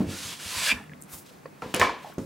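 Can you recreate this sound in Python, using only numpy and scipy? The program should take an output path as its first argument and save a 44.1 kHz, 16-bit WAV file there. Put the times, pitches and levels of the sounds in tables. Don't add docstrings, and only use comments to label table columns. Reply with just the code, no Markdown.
import sys
import numpy as np
from scipy import signal
from scipy.fft import rfft, irfft, next_fast_len
from scipy.io import wavfile
from scipy.ndimage import uniform_filter1d, map_coordinates

SR = 44100
rng = np.random.default_rng(int(sys.argv[2]) if len(sys.argv) > 2 else 0)


def master_out(mix):
    frames = np.transpose(np.atleast_2d(mix))
    ceiling = np.clip(frames, -1, 1)
    pcm = np.round(ceiling * 32767).astype(np.int16)
    wavfile.write(sys.argv[1], SR, pcm)


def linear_from_db(decibels):
    return 10 ** (np.asarray(decibels, float) / 20)


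N = 99533


def unit(x):
    return x / np.sqrt(np.mean(x ** 2) + 1e-20)


def along(points, hz):
    f, value = np.transpose(points)
    return np.interp(np.log(hz + 1), np.log(f + 1), value)


def filtered(x, response):
    n = x.shape[-1]
    padded = next_fast_len(n + 8192)
    spectrum = rfft(x, padded) * response(np.fft.rfftfreq(padded, 1 / SR))
    return irfft(spectrum, padded)[..., :n]


def peaks(resonances):
    def response(f):
        total = 0
        for k, (centre, width, db) in enumerate(resonances):
            damping = 1j * f * width
            total = total + (-1) ** k * linear_from_db(db) * damping / (centre * centre - f * f + damping)
        return total
    return response


def soft(contact_hz):
    return lambda f: 1 / (1 + 1j * f / contact_hz) ** 2


def wobble(rate):
    knots = rng.standard_normal(int(N * rate / SR) + 4)
    return map_coordinates(knots, [np.arange(N) * rate / SR])


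def swell(t, s, rise, fall):
    return np.exp(-((t - s) / np.where(t < s, rise, fall)) ** 2)


def pan(db):
    return linear_from_db([[db], [-db]])


def add(track, s, sound):
    i = round(s * SR)
    sound = sound[max(-i, 0):][:N - max(i, 0)]
    track[max(i, 0):][:len(sound)] += sound


def dying(t60s, size, stretch=1, channels=1):
    hz, t, z = signal.stft(rng.standard_normal((channels, size)), SR, nperseg=128)
    decay = linear_from_db(-60 * t / (stretch * along(t60s, hz)[:, None]))
    return signal.istft(z * decay, SR, nperseg=128)[1][:, :size]


def ring(modes, stretch, t, spot_hz, octaves, blur_hz):
    push_db, push_cycles, scatter_db = 2, 1, 1.5
    push = np.exp(-((t * spot_hz - .75) / push_cycles) ** 2)
    out = linear_from_db(push_db) * push * np.sin(2 * np.pi * spot_hz * t)
    for hz, db, t60 in modes:
        drift = np.sqrt(2 * np.pi * blur_hz / SR) * np.cumsum(rng.standard_normal(len(t)))
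        distance = np.log2(hz / spot_hz) / octaves
        level_db = db + scatter_db * rng.normal() - 3.9 * distance ** 2
        out += linear_from_db(level_db - 60 * t / (t60 * stretch)) * np.sin(2 * np.pi * hz * t + drift)
    return out


def stereo(alike, response, grains=False):
    grains_per_s, grain_db, grain_share, top_hz = 6100, -1.5, 0.23, 15900
    pair = rng.standard_normal((2, N))
    if grains:
        grit = (rng.random(N) < grains_per_s / SR) * linear_from_db(grain_db * rng.standard_normal(N))
        pair = pair * (1 - grain_share + grain_share * unit(grit))

    def split(hz):
        turn = np.arccos(np.clip(along(alike, hz), -1, 1)) / 2
        return (hz < top_hz) * response(hz) * np.array([np.cos(turn), np.sin(turn)])

    mid, side = filtered(pair, split)
    return unit(np.array([mid + side, mid - side]))


def slide():
    # t/s, rubbing level/dB, deep ring over it/dB, bright ring over it/dB
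    pulls = [
        [(.0, -55.5, -12, -25), (.055, -61.5, -3.5, 0), (.105, -42.5, -13, -9), (.262, -38.5, -21, -39),
         (.33, -40.5, -9.5, -9), (.385, -49.5, -3, -20)],
        [(.398, -42, -17, -12), (.5, -36.5, -12, -18), (.608, -32, -12, -7.5), (.67, -28, -6.5, -8.5),
         (.697, -30.5, -2.5, 3.5), (.719, -35, 5, 9.5), (.735, -49.5, 7.5, 1.5), (.88, -73, 14, 8)],
    ]
    # f/Hz, level/dB per Hz
    paper_colour = [(290, -36), (500, -11), (640, -15), (974, -10.5), (3700, -5.5), (10100, -11),
                    (16000, -24.5)]
    # f/Hz, width/Hz, level/dB
    deep_hollow = [(660, 75, 1), (1006, 106, 3.5), (1400, 220, 1)]
    bright_hollow = [(1723, 51, 4.5), (2330, 190, 1), (2730, 220, 0.5), (3470, 170, -5.5),
                     (4730, 140, -10.5)]
    # f/Hz, likeness from -1 to 1
    near_alike = [(60, 0.99), (240, 0.49), (950, 1), (3770, 1), (15000, 0.74)]
    s, *levels = np.concatenate(pulls).T
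    t = np.arange(N) / SR
    rub_db, deep_db, bright_db = [np.interp(t, s, v) for v in levels]
    paper = stereo(near_alike, lambda f: linear_from_db(along(paper_colour, f)), grains=True)
    paper = paper * linear_from_db(0.87 + 0.72 * wobble(42.6))
    deep = stereo(near_alike, peaks(deep_hollow), grains=True)
    deep = deep * linear_from_db(deep_db - 4.5 + 3.9 * wobble(40.3))
    bright = stereo(near_alike, np.ones_like, grains=True)
    bright = bright * linear_from_db(bright_db + 16 + 0.89 * wobble(90.6))
    rub = linear_from_db(rub_db) * (t < s[-1])
    return (rub * (paper + deep) + filtered(rub * bright, peaks(bright_hollow))) * pan(-0.55)


def singing():
    # t of peak/s, rise/s, fall/s, level/dB, f/Hz
    bands = [(.15, 0.027, 0.046, -49, 1405), (.29, 0.029, 0.081, -46.5, 3330),
             (0.249, 0.03, .05, -45, 6440), (.58, 0.05, 0.077, -42.5, 1030), (.6, 0.073, .04, -43, 4680),
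             (.64, 0.1, 0.065, -40, 8000), (.665, 0.018, .015, -37, 2690), (.672, .03, 0.036, -34.5, 3420),
             (.682, 0.084, 0.034, -36, 4870), (.697, 0.031, 0.017, -29.5, 1662),
             (0.721, 0.0064, .012, -27.5, 2440), (.74, 0.017, 0.069, -43.5, 1760),
             (1.54, 0.013, 0.049, -66.5, 2520), (0.713, 0.0093, 0.011, -29, 2350),
             (.735, 0.019, .03, -37, 241.4), (.812, 0.0091, .01, -54.5, 795),
             (1.835, 0.014, .04, -31.5, 2230), (1.84, 0.0091, 0.028, -36.5, 1623),
             (.92, .005, 0.0087, -52.5, 1680), (2.06, .012, 0.036, -50, 611)]
    t, out = np.arange(N) / SR, np.zeros(N)
    for s, rise, fall, db, hz in bands:
        tone = filtered(rng.standard_normal(N), peaks([(hz, .05 * hz, 0)]))
        out += linear_from_db(db) * swell(t, s, rise, fall) * unit(tone)
    return out


def sleeve():
    # t/s, level/dB, contact f/Hz, favoured f/Hz, share of the full ring time
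    knocks = [(1.621, -28, 2300, 746, 0.93), (1.7405, -18, 4940, 3340, 0.79), (1.764, -43, 1530, 515, 0.46),
              (1.7972, -18, 5860, 604, 0.62), (1.8143, -13, 3300, 1890, 0.9),
              (1.871, -33.5, 2480, 1080, 0.79), (1.828, -28, 3000, 2300, 0.44),
              (1.894, -28.5, 2000, 1000, 0.64)]
    # f/Hz, level/dB, time to fall 60 dB/s
    card = [(495.5, 3, 0.26), (755, -14, 0.29), (890, 3.5, 0.074), (1008, -5, 0.81), (1040, -2, 0.18),
            (1104, -11, 1), (1340, -23, .2), (1721, -8.5, 0.54), (1804, 0, 0.12), (2100, -19, 0.059),
            (2300, -4.5, 0.39), (2950, -4.5, 0.2)]
    # f/Hz, time to fall 60 dB/s
    rattle_t60 = [(300, 0.34), (1000, 0.51), (3000, 0.54), (8000, 0.33), (15000, 0.13)]
    # f/Hz, level/dB
    rattle_colour = [(150, 2), (400, 10), (1500, 1), (5000, 1), (15000, -0.5)]
    rattle_db, crack_db, crack_t60, rise_s = -4.5, 9, 0.0082, 0.00031
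    out, t = np.zeros(N), np.arange(SR // 2) / SR
    for s, db, contact_hz, spot_hz, share in knocks:
        crack = linear_from_db(crack_db - 60 * t / crack_t60) * rng.standard_normal(len(t))
        rattle = dying(rattle_t60, len(t), share)[0]
        rattle = linear_from_db(rattle_db) * filtered(rattle, lambda f: linear_from_db(along(rattle_colour, f)))
        noise = filtered(3 * (crack + rattle), soft(contact_hz))
        notes = ring(card, share, t, spot_hz, octaves=0.59, blur_hz=23)
        add(out, s, linear_from_db(db - 9.0) * (1 - np.exp(-t / rise_s)) * (notes + noise))
    return out


def snaps():
    # t/s, level/dB, f/Hz, time to fall 60 dB/s
    cracks = [(0.84, -49, 9900, 0.0055), (1.0152, -39, 10400, 0.0068), (1.0225, -33.5, 8300, 0.008),
              (1.036, -38, 9140, 0.0069), (1.438, -50, 8600, 0.0042), (1.7456, -15, 7800, 0.0048),
              (1.763, -24.5, 8400, 0.0076), (1.7967, -27, 6900, 0.022), (2.182, -46.5, 6300, 0.048),
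              (2.139, -47, 12000, 0.005), (1.0075, -49, 8500, 0.0054), (1.0165, -40, 13000, .004),
              (1.03, -55, 9000, .008), (1.046, -50, 8800, .006), (1.8152, -8.5, 2500, .006),
              (1.7456, -14, 10200, 0.0045), (1.8, -37, 4500, .008), (1.7978, -25, 4500, .006)]
    out, t = np.zeros((2, N)), np.arange(SR // 20) / SR
    for s, db, hz, t60 in cracks:
        envelope = linear_from_db(-60 * t / t60) * (1 - np.exp(-t / 0.00033))
        shared, difference = rng.standard_normal((2, len(t))) * envelope
        resonance = peaks([(hz, 0.46 * hz, 0)])
        for ear, sign in zip(out, (1, -1)):
            burst = filtered(shared + sign * 0.52 * difference, lambda f: resonance(f) ** 2)
            add(ear, s, linear_from_db(db + 11.0) * burst)
    return out


def taps():
    # t/s, level/dB, f/Hz, time to fall 60 dB/s
    touches = [(.399, -37.5, 1480, 0.033), (.8955, -35, 2039, 0.0085), (0.84, -39.5, 1900, .005),
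               (0.84, -43, 1700, .005), (.935, -29, 2100, 0.0047), (.9352, -45.5, 3470, .009),
               (1.31, -45, 505, 0.082), (1.4566, -42, 1870, 0.045), (1.4564, -32.5, 1095, 0.028),
               (1.4565, -27.5, 555, 0.037), (1.4566, -46, 2580, .02), (1.3, -49, 4100, .015),
               (1.461, -46, 4580, 0.013), (1.6205, -30.5, 1340, 0.066), (1.6215, -23.5, 810, 0.021),
               (1.6224, -30, 2300, 0.01), (1.743, -23.5, 2530, .03), (1.747, -33, 2946, 0.091),
               (1.762, -25, 493, 0.15), (1.798, -24, 1737, 0.09), (1.8143, -6.5, 2065, 0.011),
               (1.8158, -8.5, 1020, 0.032), (1.822, -13.5, 1050, 0.045), (1.8275, -8.5, 1070, .03),
               (1.849, -18, 1053, 0.032), (1.87, -20, 1060, 0.056), (1.872, -27, 2300, .02),
               (1.894, -21, 994, 0.072), (2.046, -26.5, 700, 0.026), (2.057, -36, 890, .035),
               (2.07, -38, 828, .08), (2.098, -36.5, 723, 0.043), (2.125, -33, 1460, .007)]
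    blur_hz, rise_cycles = 40.2, 0.33
    out, t = np.zeros(N), np.arange(SR // 8) / SR
    for s, db, hz, t60 in touches:
        drift = uniform_filter1d(np.cumsum(rng.standard_normal(len(t))), size=30)
        drift = np.sqrt(2 * np.pi * blur_hz / SR) * drift
        envelope = linear_from_db(db - 60 * t / t60) * (1 - np.exp(-t * hz / rise_cycles))
        add(out, s, envelope * np.sin(2 * np.pi * hz * t + drift))
    return out


def fingers():
    # t of peak/s, rise/s, fall/s, level/dB, brightest f/Hz
    rubs = [(1.131, 0.028, 0.07, -43, 10600), (1.14, 0.05, 0.039, -51, 1130),
            (1.278, 0.029, 0.092, -56.5, 3500), (2.08, 0.073, 0.062, -51.5, 2310),
            (1.67, 0.064, 0.18, -54, 2700), (2.211, 0.034, .06, -57, 5000)]
    # f/Hz, likeness from -1 to 1
    skin_alike = [(60, 0.63), (950, 1), (15000, 0.78)]
    t, out = np.arange(N) / SR, np.zeros((2, N))
    for s, rise, fall, db, hz in rubs:
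        skin = stereo(skin_alike, peaks([(hz, 1.17 * hz, 0)]), grains=True)
        out += linear_from_db(db) * swell(t, s, rise, fall) * skin
    return linear_from_db(1.76 * wobble(57)) * out


def table():
    # t/s, level/dB, favoured f/Hz
    thuds = [(-.006, -28.5, 196), (.004, -22, 210), (.014, -25, 245), (0.068, -32, 90),
             (0.251, -42.5, 113.5), (0.452, -43, 76.4), (0.564, -39, 91), (0.7237, -37.5, 230),
             (0.735, -37, 62), (0.804, -48.5, 280), (0.896, -49.5, 260), (0.936, -51, 250), (1.13, -44, 71),
             (1.624, -40.5, 171), (1.661, -38, 350), (1.7412, -32.5, 170), (1.7971, -32, 314),
             (1.805, -31.5, 91), (2.1812, -26.5, 301), (2.2, -39.5, 250), (2.219, -39.5, 199),
             (.042, -33.5, 280), (.091, -32.5, 203), (.134, -39.5, 169), (0.9174, -51, 250),
             (0.9216, -45, 217)]
    # f/Hz, level/dB, time to fall 60 dB/s
    wood = [(62, -46, 0.19), (86, -4.5, 0.36), (149.2, -5, 0.18), (193.5, -4.5, 0.32), (250, -5, 0.26),
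            (290.4, -10.5, 0.47), (350, -12, 0.26), (435, -8.5, 0.21), (540.5, -16.5, 0.49)]
    rustle_db, rustle_hz, rustle_t60, rise_cycles = -6.5, 460, 0.16, 0.065
    out, t = np.zeros(N), np.arange(SR // 2) / SR
    for s, db, spot_hz in thuds:
        rustle = linear_from_db(rustle_db - 60 * t / rustle_t60) * rng.standard_normal(len(t))
        rustle = filtered(rustle, soft(rustle_hz * spot_hz / 250))
        notes = ring(wood, 1.0, t, spot_hz, octaves=1.44, blur_hz=7.4)
        onset = 1 - np.exp(-t * spot_hz / rise_cycles)
        add(out, s, linear_from_db(db) * onset * (6 * rustle + notes))
    return out


def room(x):
    # f/Hz, time to fall 60 dB/s
    room_t60 = [(200, 0.2), (2000, 0.13), (10000, 0.23)]
    wide_hz = 350
    mid, side = dying(room_t60, SR // 2, channels=2)
    side = filtered(side, lambda f: 1j * f / (wide_hz + 1j * f))
    tail = np.array([mid + side, mid - side])
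    late = np.pad(x, (200, 0))[None]
    return signal.fftconvolve(late, tail / np.linalg.norm(tail[0]), axes=1)[:, :N]


def air():
    # f/Hz, level/dB per Hz
    air_colour = [(15, -54), (25, -12), (200, 2), (560, -8), (962, -9), (2550, -19.5), (2990, -26),
                  (13200, -35), (16000, -92.5)]
    # f/Hz, level/dB
    hum_tones = [
        (152, -57.5),
        (15700, -79),
    ]
    # f/Hz, likeness from -1 to 1
    air_alike = [(60, 1), (240, 0.58), (950, -0.27), (3770, 0.85), (15000, -0.48)]
    t, hum = np.arange(N) / SR, np.zeros(N)
    for hz, db in hum_tones:
        level = linear_from_db(db + 1 + 3.8 * wobble(11.48))
        hum += level * np.sin(2 * np.pi * hz * t + 1.2 * wobble(5.02))
    breath = linear_from_db(-50.5 + 0.33 * wobble(7.26)) * stereo(air_alike, lambda f: linear_from_db(along(air_colour, f)))
    hiss = linear_from_db(-64) * stereo(air_alike, np.ones_like)
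    return breath + hum + hiss


def scene():
    near = slide() + singing() + sleeve() * pan(0.2) + snaps()
    near = near + fingers() + (table() + taps()) * pan(-0.4)
    return near + linear_from_db(-11) * room(near.mean(0)) + air()


def roll_off(x):
    return signal.sosfilt(signal.butter(12, 16980, fs=SR, output="sos"), x)


def record(dry):
    low_hz, top_hz = 47, 16600
    mix = filtered(dry, lambda hz: (hz < top_hz) * (1j * hz / (low_hz + 1j * hz)) ** 3)
    return roll_off(mix)


dry = scene()
out = record(dry)
master_out(out)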